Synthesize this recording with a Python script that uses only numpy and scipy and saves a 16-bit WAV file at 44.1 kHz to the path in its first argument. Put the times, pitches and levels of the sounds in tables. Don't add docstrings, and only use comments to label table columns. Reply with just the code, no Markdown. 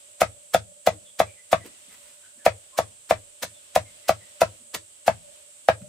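import sys
import numpy as np
from scipy import signal
from scipy.fft import rfft, irfft, next_fast_len
from scipy.io import wavfile
from scipy.ndimage import map_coordinates

SR = 44100
rng = np.random.default_rng(int(sys.argv[2]) if len(sys.argv) > 2 else 0)


def store_pcm(level_fs):
    pcm = np.round(np.clip(level_fs, -1, 1) * 32767).astype(np.int16)
    wavfile.write(sys.argv[1], SR, np.atleast_2d(pcm).T)


N = 259308

# time_s, level_db
AIR_LEVEL = [(0, -57.5), (.85, -61.5), (1.85, -55), (2.3, -59.5), (3.3, -57.5), (3.7, -56), (4.4, -54.5),
             (4.8, -59.5), (5.25, -56.5), (5.88, -59.5)]
# frequency_hz, density_db_per_hz
AIR_SPECTRUM = [(25, -31), (60, -8), (100, -5), (170, -13.5), (400, -8.5), (700, -7.5), (900, -8),
                (2000, -7), (3100, -1), (4500, -6.5), (6500, -8.5), (11000, -14), (15000, -17.5)]
# frequency_hz, correlation
AIR_CORRELATION = [(100, 0.99), (350, .7), (900, -.3), (2000, -0.27), (5000, 0.087), (12000, -0.14)]
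# centre_hz, resonance_width_hz, level_db
INSECT_BANDS = [(8100, 2300, -1), (7920, 1500, 0.5)]
# start_s, start_pitch_hz, level_db
BIRD_NOTES = [(1.045, 3555, -53.5), (1.255, 2420, -53), (1.355, 2076, -56.5), (1.585, 2070, -51.5),
              (1.89, 2067, -57), (2.22, 1594, -57.5), (2.38, 1756, -58.5), (2.72, 1080, -53.5),
              (3.53, 3565, -57), (3.84, 2190, -56), (4.03, 2050, -56), (4.19, 2040, -55.5)]
# centre_s, rustle_db, bump_db, bump_pitch_hz, gaussian_length_s
BUNDLE_SHIFTS = [(0.941, -59.5, -52.5, 321, .02), (1.66, -48, -43.5, 344, .016),
                 (1.891, -60, -58, 240, 0.013), (1.935, -53, -72, 110, 0.023), (2.061, -59, -86, 203, 0.12),
                 (2.38, -70.5, -66, 230, 0.016), (4.618, -68.5, -60.5, 199, 0.018),
                 (5.821, -56.5, -42.5, 147.5, 0.0094)]
# frequency_hz, density_db_per_hz
RUSTLE_SPECTRUM = [(200, -9.5), (800, -3.5), (2500, -0.5), (4500, -5.5), (8000, -7.5), (15000, -6.5)]
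# blade_stop_s, knock_db, board_pitch_hz, crunch_db, cutting_time_s
STROKES = [(0.2168, -2, 662, -24, .012), (0.5459, -2, 674, -23.5, .01), (.8726, -2, 654, -25, .01),
           (1.201, -2.5, 666, -25.5, 0.011), (1.529, -2, 665, -30.5, 0.015), (2.4631, -0.5, 660, -27, .012),
           (2.7874, -6, 664, -25.5, .012), (3.1092, -3, 656, -31, .015), (3.4347, -23.5, 633, -26, 0.012),
           (3.761, -3, 662, -24, .01), (4.0929, -3, 666, -23.5, 0.011), (4.4173, -1.5, 671, -25, 0.011),
           (4.751, -40.5, 656, -26, .011), (5.0796, -2.5, 688, -30.5, .016),
           (5.6861, -0.5, 669, -32.5, 0.005)]
# frequency_hz, width_hz, level_db
BOARD_MODES = [(499, 91, -8), (638.2, 84, 2), (786, 124, -7), (923, 40, -16), (1124, 120, -19),
               (1300, 90, -15.5), (1630, 62, -21), (1987, 110, -26), (2540, 70, -26), (3410, 82, -29)]
# frequency_hz, density_db_per_hz
CRACK_SPECTRUM = [(60, -30), (180, -8), (330, -9), (450, -6.5), (900, 3), (1300, -4), (1700, -2),
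                  (2500, -3.5), (2900, -9.5), (3600, -11), (4600, -15.5), (9000, -32), (15000, -38)]
# frequency_hz, density_db_per_hz
CRUNCH_SPECTRUM = [(100, -17.5), (250, -6), (550, -3), (1400, -1), (2500, -2), (4500, -3.5), (8000, -4.5),
                   (11000, -9.5), (15500, -8.5)]
# left_delay_s, right_delay_s, low_frequency_gain
ECHOES = [(.00401, .00412, .33), (.00843, .00771, .11), (.01184, .0119, .17), (.01337, .01333, .13),
          (.01638, .01647, .22), (.02883, .02919, .07), (.03197, .03222, .03)]
# frequency_hz, t60_s
TAIL_DECAY = [(100, 0.62), (600, 0.11), (2000, 0.13), (6000, 0.14), (15000, 0.043)]
# frequency_hz, level_db
TAIL_SPECTRUM = [(100, -9), (350, -11), (650, -19.5), (1000, -6.5), (2500, -6.5), (8000, -4.5),
                 (15000, 1.5)]
# frequency_hz, level_db, t60_s, build_up_s, arrival_s
AIR_MODES = [(43, -23, 0.25, 0.015, .005), (84.87, -8, 0.074, 0.0016, .009), (86.6, -3, 0.18, 0.031, 0.014),
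             (104, 0, 0.16, .03, .0284), (143.5, -3.5, .08, 0.0034, .0042), (195, 0.5, .065, .002, .0029),
             (292.5, -5, 0.041, 0.00045, 0.00069), (346, -3, 0.043, 0.0028, 0.00064)]
# frequency_hz, left_minus_right_db
PORT_DIFFERENCE = [(3000, 0), (5500, -2), (7200, 4), (8300, -5.5), (10000, -10.5), (12500, -3.5),
                   (15000, -3)]

HUM_HZ, HUM_RESONANCE_WIDTH_HZ, HUM_DB = 587.2, 42, -62.5
HUM_WAVER_DB, HUM_WAVERS_PER_S = 5, 10
INSECT_DB, INSECT_FLUTTER_DB = -51.5, 0.5
NOTE_S, NOTE_FALL = 0.07, 0.06
BIRD_ECHO_DB, BIRD_ECHO_T60_S = -2.5, 0.7
BOARD_PITCH_HZ = 662
CRACK_DB, BOOM_DB = -13.5, -23
USUAL_CRUNCH_DB, CUSHION = -26.5, 0.4
THUD_DB = -42
BOOM_SCATTER_DB, BOOM_SCATTER_SHARE = 1, 0.018
TOP_HZ = 15550


def amp(db):
    return 10 ** (np.asarray(db) / 20)


def unit(x):
    return x / np.sqrt(np.mean(x ** 2) + 1e-20)


def along(points, hz):
    f, v = np.transpose(points)
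    return np.interp(np.log(hz + 1), np.log(f + 1), v)


def wobble(rate):
    knots = rng.standard_normal(int(N * rate / SR) + 4)
    return map_coordinates(knots, [np.arange(N) * rate / SR])


def filtered(x, response):
    n = x.shape[-1]
    m = next_fast_len(n + SR // 10, True)
    return irfft(rfft(x, m) * response(np.fft.rfftfreq(m, 1 / SR)), m)[..., :n]


def resonance(hz, centre, width):
    return 1j * hz * width / (centre ** 2 - hz ** 2 + 1j * hz * width)


def coloured(x, spectrum, size=2048):
    levels = amp(along(spectrum, np.fft.rfftfreq(size, 1 / SR)))
    cepstrum = irfft(np.log(levels))
    cepstrum[1:size // 2] *= 2
    cepstrum[size // 2 + 1:] = 0
    impulse_response = irfft(np.exp(rfft(cepstrum)))
    return signal.fftconvolve(x, impulse_response)[:len(x)]


def grains(n, rate, noise_share):
    snaps = rng.standard_normal(n) * (rng.random(n) < rate / SR)
    return unit(unit(snaps) + noise_share * rng.standard_normal(n))


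def spread(draw, split_hz):
    common, left, right = draw(), draw(), draw()
    shared = lambda f: 1 / np.sqrt(1 + (f / split_hz) ** 2)
    separate = lambda f: shared(f) * f / split_hz
    return unit(filtered(common, shared) + filtered(np.array([left, right]), separate))


def add(track, sound, s):
    i = max(round(s * SR), 0)
    track[..., i:i + sound.shape[-1]] += sound[..., :N - i]


def yard(x):
    n = x.shape[-1]
    hz, t, cells = signal.stft(rng.standard_normal((2, n)), SR, nperseg=256)
    decay = amp(-60 * t / along(TAIL_DECAY, hz)[:, None])
    onset = 1 - np.exp(-t / 0.0027)
    tail = signal.istft(cells * decay * onset, SR, nperseg=256)[1]
    tail = filtered(tail / np.linalg.norm(tail[0]), lambda f: amp(along(TAIL_SPECTRUM, f)))
    diffuse = signal.fftconvolve(np.atleast_2d(x), tail, axes=1)[:, :n]

    mirror_hz = 3000

    def direct_and_early(f):
        early = sum(gain * np.exp(-2j * np.pi * f * np.array([[left], [right]]))
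                    for left, right, gain in ECHOES)
        return 1 + early / (1 + (f / mirror_hz) ** 2)

    return diffuse + filtered(x, direct_and_early)


def hum():
    response = lambda f: resonance(f, HUM_HZ, HUM_RESONANCE_WIDTH_HZ) ** 2
    band = unit(filtered(rng.standard_normal((2, N)), response))
    return band * amp(HUM_DB + HUM_WAVER_DB * wobble(HUM_WAVERS_PER_S))


def air():
    level_db = np.interp(np.arange(N) / SR, *np.transpose(AIR_LEVEL))
    angle = lambda f: np.arccos(np.clip(along(AIR_CORRELATION, f), -1, 1)) / 2
    shares = lambda f: amp(along(AIR_SPECTRUM, f)) * [np.cos(angle(f)), np.sin(angle(f))]
    mid, side = filtered(rng.standard_normal((2, N)), shares)
    stereo = unit(np.array([mid + side, mid - side]))
    return stereo * amp(level_db + 0.84 * wobble(11.0)) * amp([[0.8], [-0.8]])


def insects():
    sides = []
    for hz, width, db in INSECT_BANDS:
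        band = filtered(rng.standard_normal(N), lambda f: resonance(f, hz, width) ** 2)
        sides.append(amp(db) * unit(band))
    return np.array(sides) * amp(INSECT_DB + INSECT_FLUTTER_DB * wobble(14))


def bird():
    out = np.zeros((2, N))
    t = np.arange(SR // 2) / SR
    progress = np.minimum(t / NOTE_S, 1)
    for s, hz, db in BIRD_NOTES:
        phase = 2 * np.pi * np.cumsum(hz * (1 - NOTE_FALL * progress)) / SR
        blur = np.cumsum(0.1 * rng.standard_normal(len(t)))
        note = amp(db) * np.sin(np.pi * progress) * np.sin(phase + blur)
        trees = rng.standard_normal((2, len(t))) * amp(-60 * t / BIRD_ECHO_T60_S)
        trees /= np.linalg.norm(trees[0])
        echo = signal.fftconvolve(note[None], trees, axes=1)[:, :len(t)]
        add(out, note + amp(BIRD_ECHO_DB) * echo, s)
    return out


def handling():
    out = np.zeros((2, N))
    t = np.arange(-SR // 5, SR // 3) / SR
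    for s, rustle_db, bump_db, hz, length in BUNDLE_SHIFTS:
        leaves = lambda: coloured(grains(len(t), rate=500, noise_share=0.3), RUSTLE_SPECTRUM)
        rustle = spread(leaves, split_hz=3000)
        bump = unit(filtered(rng.standard_normal(len(t)), lambda f: resonance(f, hz, hz / 2) ** 2))
        mixture = amp(rustle_db) * rustle + amp(bump_db) * bump
        add(out, yard(mixture * np.exp(-(t / length) ** 2)), s + t[0])
    return out


def crunch(t, cutting):
    steepness = (t + 0.78 * cutting) / (0.15 * cutting)
    entry = 1 / (1 + np.exp(np.minimum(-steepness, 50)))
    leaves = amp(-23 + 13 * np.minimum(t + cutting, 0) / cutting)
    release = np.exp(-np.maximum(t, 0) / 0.0023)
    snaps = lambda: coloured(grains(len(t), rate=7000, noise_share=0.8), CRUNCH_SPECTRUM)
    return spread(snaps, split_hz=6700) * (entry + leaves) * release


def knock(t, pitch):
    push = np.diff(t >= 0, prepend=False).astype(float)
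    spot_db = 0.15 * np.transpose(BOARD_MODES)[2] * rng.standard_normal(len(BOARD_MODES))

    def wood(f):
        return sum((-1) ** k * amp(db + spot_db[k]) * resonance(f, hz * pitch / BOARD_PITCH_HZ, width)
                   for k, (hz, width, db) in enumerate(BOARD_MODES))

    ring = filtered(push, wood)
    return -ring / np.abs(ring).max()


def crack(t):
    burst = spread(lambda: coloured(rng.standard_normal(len(t)), CRACK_SPECTRUM), split_hz=1500)
    age = np.maximum(t, 0)
    return burst * (1 - np.exp(-age / 0.00042)) * np.exp(-age / 0.0046)


def boom(t):
    out = np.zeros(len(t))
    for hz, db, t60, rise, arrival in AIR_MODES:
        louder, higher = rng.standard_normal(2)
        age = np.maximum(t - arrival, 0)
        decay = amp(db + BOOM_SCATTER_DB * louder - 60 * age / t60)
        build_up = 1 - np.exp(-(age / rise) ** 2)
        out += decay * build_up * np.sin(2 * np.pi * hz * (1 + BOOM_SCATTER_SHARE * higher) * age)
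    return out


def chopping():
    out = np.zeros((2, N))
    t = np.arange(-SR // 20, SR // 3) / SR
    for s, knock_db, pitch, crunch_db, cutting in STROKES:
        bite_db = CRACK_DB - CUSHION * (crunch_db - USUAL_CRUNCH_DB)
        wood = amp(knock_db) * (knock(t, pitch) + amp(bite_db) * crack(t))
        boom_gain = amp(knock_db + BOOM_DB) + amp(THUD_DB)
        blow = yard(wood) + boom_gain * boom(t)
        stems = yard(amp(crunch_db) * crunch(t, cutting))
        stroke = blow * amp([[1.1], [-1.1]]) + stems * amp([[0.3], [-0.3]])
        add(out, stroke, s + t[0])
    return out


def scene():
    return hum() + air() + insects() + bird() + handling() + chopping()


def record(dry):
    ported = filtered(dry, lambda hz: amp(along(PORT_DIFFERENCE, hz) * np.array([[0.5], [-0.5]])))
    rounded = ported / (1 + np.abs(ported) ** 8) ** (1 / 8)
    return filtered(rounded, lambda hz: 1 / (1 + (hz / TOP_HZ) ** 120))


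dry = scene()
out = record(dry)
store_pcm(out)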